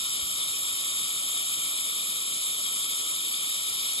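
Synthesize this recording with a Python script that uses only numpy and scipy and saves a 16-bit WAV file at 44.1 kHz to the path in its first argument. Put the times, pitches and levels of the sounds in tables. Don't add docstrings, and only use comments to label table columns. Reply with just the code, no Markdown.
import sys
import numpy as np
from scipy import signal
from scipy.fft import rfft, irfft, next_fast_len
from scipy.io import wavfile
from scipy.ndimage import uniform_filter1d, map_coordinates

SR = 44100
rng = np.random.default_rng(int(sys.argv[2]) if len(sys.argv) > 2 else 0)


def wav_record(signal):
    frames = np.transpose(np.atleast_2d(signal))
    bounded = np.clip(frames, -1, 1)
    quanta = np.round(bounded * 32767).astype(np.int16)
    wavfile.write(sys.argv[1], SR, quanta)


N = 176400

# pitch_hz, relative_db
RUSH_COLOUR = [(500, -59), (900, -25), (1130, -10.5), (1340, -4.5), (1550, -28.5), (1870, -12), (2000, -20),
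               (2230, -8), (2480, -4), (2660, -10), (3120, -0.5), (3780, 1), (3950, -7), (4180, -10.5),
               (4320, -7.5), (4800, -9), (5150, -14.5), (5470, -2.5), (5850, -9), (6100, -21.5),
               (6350, -37), (7000, -66)]
# pitch_hz, width_hz, change_db
TUBE_RINGS = [(3181, 70, 2), (3300, 50, -2), (3700, 60, 2), (4820, 90, 4)]
# time_s, relative_db
RUSH_LEVEL = [(0.0, -36), (0.4, -36), (0.8, -35.5), (1.2, -35.5), (1.6, -35.5), (2.0, -36), (2.4, -36.5),
              (2.8, -36), (3.2, -35.5), (3.6, -35.5), (4.0, -34.5)]
# middle_s, change_db, half_length_s
RUSH_SURGES = [(.428, .8, .015), (.612, -2, .02), (1.06, 1, .04), (2.669, 2, .016), (3.347, 1.5, .006)]
# time_s, change_db
RUSH_LOW_DRIFT = [(0, 0.5), (2, -0.5), (2.4, -2), (2.7, 0.5), (3.3, -1.5), (4, -2)]
# time_s, change_db
RUSH_HIGH_DRIFT = [(0, 1), (1.2, -2.6), (2.6, -0.5), (3.3, -1.5), (4, -1)]
RUSH_LOW_HZ, RUSH_HIGH_HZ, RUSH_GAIN_DB = 1720, 4450, 1.77

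# pitch_hz, relative_db
HISS_COLOUR = [(5500, -54), (6250, -16.5), (6500, -8.5), (7450, -3), (8500, -0.5), (8950, -9), (9700, 2),
               (10380, -1), (10670, -19.5), (10850, -3.5), (11650, -2.5), (11900, -29)]
# time_s, relative_db
HISS_LEVEL = [(0.0, -31), (0.4, -31.5), (0.8, -31.5), (1.2, -31), (1.6, -30.5), (2.0, -31), (2.4, -30.5),
              (2.8, -31), (3.2, -31.5), (3.6, -31), (4.0, -29.5)]
# time_s, change_db
HISS_LOW_DRIFT = [(0, 0.9), (.8, 1.5), (2.2, 0), (3.2, 1.4), (3.6, -0.5), (4, -2)]
HISS_LOW_HZ, HISS_GAIN_DB = 8340, 0.33

# pitch_hz, likeness_0_to_1
SUCTION_LIKENESS = [(850, .9), (1350, .75), (1650, .92), (2350, .62), (2600, .93), (2660, .995),
                    (2730, .99), (2850, .85), (3300, .66), (3650, .98), (4200, .48), (5000, .35),
                    (5400, .8), (5950, .8), (6450, 1), (7250, 1), (7900, .66), (8600, 1), (9500, 1),
                    (10500, .62), (11050, 1)]
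# pitch_hz, lead_radians
LEFT_LEAD = [(900, 0), (1550, 2.95), (1950, 3.2), (2250, 4.05), (2600, 3), (2690, 3.14), (2770, 3.3),
             (3050, 4.75), (3850, 6.7), (4700, 5.7), (5000, 6.55), (5200, 9.2), (6000, 9.2), (6250, 6.25),
             (7450, 6.2), (8500, 3.15), (9550, 3.15), (10200, 1.8), (10750, 0)]
# pitch_hz, left_over_right_db
LEFT_LOUDER = [(800, .5), (1250, 2.8), (1600, .8), (2000, 1.6), (2350, 10), (2620, 0), (2780, 0),
               (3150, 4.5), (3330, 3.5), (3430, 0), (3800, .3), (4400, 8.7), (4950, 9), (5200, 1.8),
               (5800, 1.2), (6020, 3.5), (6300, 0)]

# pitch_hz, relative_db
ROOM_COLOUR = [(15, -46), (25, -18.5), (75, -6.5), (220, -2.5), (340, 2.5), (383, -3.5), (472, 1),
               (533, -4), (583, -0.5), (900, -7), (1170, -10.5), (1980, -120)]
# pitch_hz, change_db
ROOM_CUT = [(900, -18), (1600, -1), (4000, -60)]
# pitch_hz, width_hz, change_db
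ROOM_RINGS = [(161.6, 16, 6), (208, 40, 3.5)]
# pitch_hz, likeness_0_to_1
ROOM_LIKENESS = [(30, .88), (120, 1), (230, 1), (340, .92), (650, .65), (850, .9)]
# time_s, change_db
RUMBLE_DRIFT = [(0, 5), (.8, 4), (1.2, 1), (3, 0), (4, 2.5)]
RUMBLE_HZ, ROOM_DB = 127, -54.5

# middle_s, pitch_hz, level_db, half_length_s
WHISTLES = [(.425, 3450, -35.5, .012), (1.055, 3620, -34, .011), (1.354, 3720, -33, .008),
            (1.624, 3170, -34, .014), (2.665, 3250, -32, .012), (2.935, 3650, -35, .008),
            (3.344, 3500, -29, .004), (3.984, 3770, -33, .01)]
# middle_s, pitch_hz, level_db, half_length_s
HUMS = [(1.77, 621, -58.5, .09), (1.91, 469, -60.5, .09), (2.03, 624, -65.5, .07)]
# middle_s, pitch_hz, change_db, half_length_s
TOOL_MOVES = [(3.35, 4520, 2.5, .13), (3.74, 5020, 4.5, .2), (3.85, 4230, 2.5, .13), (3.78, 6100, 5.5, .22)]


def amp(db):
    return 10 ** (np.asarray(db) / 20)


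def unit(x):
    return x / np.sqrt(np.mean(x ** 2) + 1e-20)


def at_pitch(table, hz):
    pitches, values = np.transpose(table)
    return np.interp(np.log(hz + 1), np.log(pitches + 1), values)


def over_time(table):
    return np.interp(np.arange(N) / SR, *np.transpose(table))


def hill(middle_s, half_s):
    return np.exp(-((np.arange(N) / SR - middle_s) / half_s) ** 2)


def wobble(per_s):
    return map_coordinates(rng.standard_normal(4000), [np.arange(N) * per_s / SR], mode="wrap")


def filtered(x, response):
    size = next_fast_len(N + SR // 2)
    hz = np.fft.rfftfreq(size, 1 / SR)
    return irfft(rfft(x, size) * response(hz), size)[..., :N]


def ring_db(rings, hz):
    return sum(db / (1 + (2 * (hz - pitch) / width) ** 2) for pitch, width, db in rings)


def drift_band(x, edge_hz, drift, above=False):
    low = filtered(x, lambda hz: 1 / (1 + (hz / edge_hz) ** 20))
    return x + (amp(over_time(drift)) - 1) * (x - low if above else low)


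def swirling_air(colour, likeness, patchy_db):
    grid = signal.stft(rng.standard_normal((2, N)), nperseg=512)[2]
    patches = uniform_filter1d(rng.standard_normal(grid.shape[1:]), size=4, axis=0)
    patches = unit(uniform_filter1d(patches, size=7, axis=1))
    noise = signal.istft(grid * amp(patchy_db * patches), nperseg=512)[1][:, :N]

    def response(hz):
        spread = np.arccos(np.clip(at_pitch(likeness, hz), 0, 1)) / 2
        return amp(colour(hz)) * [np.cos(spread), np.sin(spread)]
    shared, opposite = filtered(noise, response)
    return unit(np.array([shared + opposite, shared - opposite]))


def rush(flow_db, flutter_db):
    surge_db = sum(db * hill(middle_s, half_s) for middle_s, db, half_s in RUSH_SURGES)
    level_db = over_time(RUSH_LEVEL) + RUSH_GAIN_DB + surge_db + flow_db + flutter_db * wobble(per_s=65)
    colour = lambda hz: at_pitch(RUSH_COLOUR, hz) + ring_db(TUBE_RINGS, hz)
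    air = amp(level_db) * swirling_air(colour, SUCTION_LIKENESS, patchy_db=0.6)
    air = drift_band(air, RUSH_LOW_HZ, RUSH_LOW_DRIFT)
    return drift_band(air, RUSH_HIGH_HZ, RUSH_HIGH_DRIFT, above=True)


def tip_hiss(flow_db, flutter_db):
    level_db = over_time(HISS_LEVEL) + HISS_GAIN_DB + flow_db + flutter_db * wobble(per_s=94)
    jet = swirling_air(lambda hz: at_pitch(HISS_COLOUR, hz), SUCTION_LIKENESS, patchy_db=1.1)
    return drift_band(amp(level_db) * jet, HISS_LOW_HZ, HISS_LOW_DRIFT)


def saliva_sizzle(drops_per_s=220, low_hz=3700, high_hz=6200, ring_s=0.055, level_db=-49):
    when, pitch, size = rng.random((int(drops_per_s * N / SR), 3)).T[:, :, None]
    t = np.arange(int(ring_s * SR)) / SR
    hz = low_hz * (high_hz / low_hz) ** pitch
    rise_and_fade = np.sqrt(t) * 1000 ** (-t / ring_s)
    drops = size * rise_and_fade * np.sin(2 * np.pi * hz * t) / hz
    positions = (when * N).astype(int) + np.arange(len(t))
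    sizzle = np.bincount(positions.ravel(), drops.ravel(), N)[:N]
    return amp(level_db) * unit(sizzle)


def left_and_right(x):
    def response(hz):
        sides = np.array([[.5], [-.5]])
        gain = amp(sides * at_pitch(LEFT_LOUDER, hz))
        gain /= np.sqrt(np.mean(gain ** 2, axis=0))
        return gain * np.exp(1j * sides * at_pitch(LEFT_LEAD, hz))
    return filtered(x, response)


def suction(unsteady_db):
    flow_db = unsteady_db * wobble(per_s=48)
    air = rush(flow_db, flutter_db=0.21) + tip_hiss(flow_db, flutter_db=0.15)
    wet_air = moving_tool(air + saliva_sizzle())
    return left_and_right(wet_air + saliva_whistles())


def room_air():
    colour = lambda hz: at_pitch(ROOM_COLOUR, hz) + at_pitch(ROOM_CUT, hz) + ring_db(ROOM_RINGS, hz)
    air = swirling_air(colour, ROOM_LIKENESS, patchy_db=1.3)
    return amp(ROOM_DB) * drift_band(air, RUMBLE_HZ, RUMBLE_DRIFT)


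def soft_tone(middle_s, pitch_hz, level_db, half_s, fall_hz_per_s=0):
    t = np.arange(N) / SR - middle_s
    wave = np.cos(2 * np.pi * (pitch_hz - fall_hz_per_s * t / 2) * t)
    return amp(level_db) * hill(middle_s, half_s) * wave


def bump():
    return soft_tone(middle_s=0.235, pitch_hz=72, level_db=-44, half_s=0.0115, fall_hz_per_s=1200)


def saliva_whistles(waver_hz=60):
    whistles = np.zeros(N)
    for middle_s, pitch_hz, level_db, half_s in WHISTLES:
        hz = pitch_hz + waver_hz * wobble(per_s=270)
        wave = np.sin(2 * np.pi * np.cumsum(hz) / SR)
        whistles += amp(level_db) * hill(middle_s, half_s) * wave
    return whistles


def faint_hums():
    return sum(soft_tone(*row) for row in HUMS)


def moving_tool(x, width_hz=490):
    extra = 0
    for middle_s, pitch_hz, change_db, half_s in TOOL_MOVES:
        band = filtered(x, lambda hz: np.exp(-(2 * (hz - pitch_hz) / width_hz) ** 2))
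        extra += (amp(change_db * hill(middle_s, half_s)) - 1) * band
    return x + extra


def scene():
    return suction(unsteady_db=0.47) + room_air() + bump() + faint_hums()


def record(dry):
    return filtered(dry, lambda hz: hz < 11950)


dry = scene()
out = record(dry)
wav_record(out)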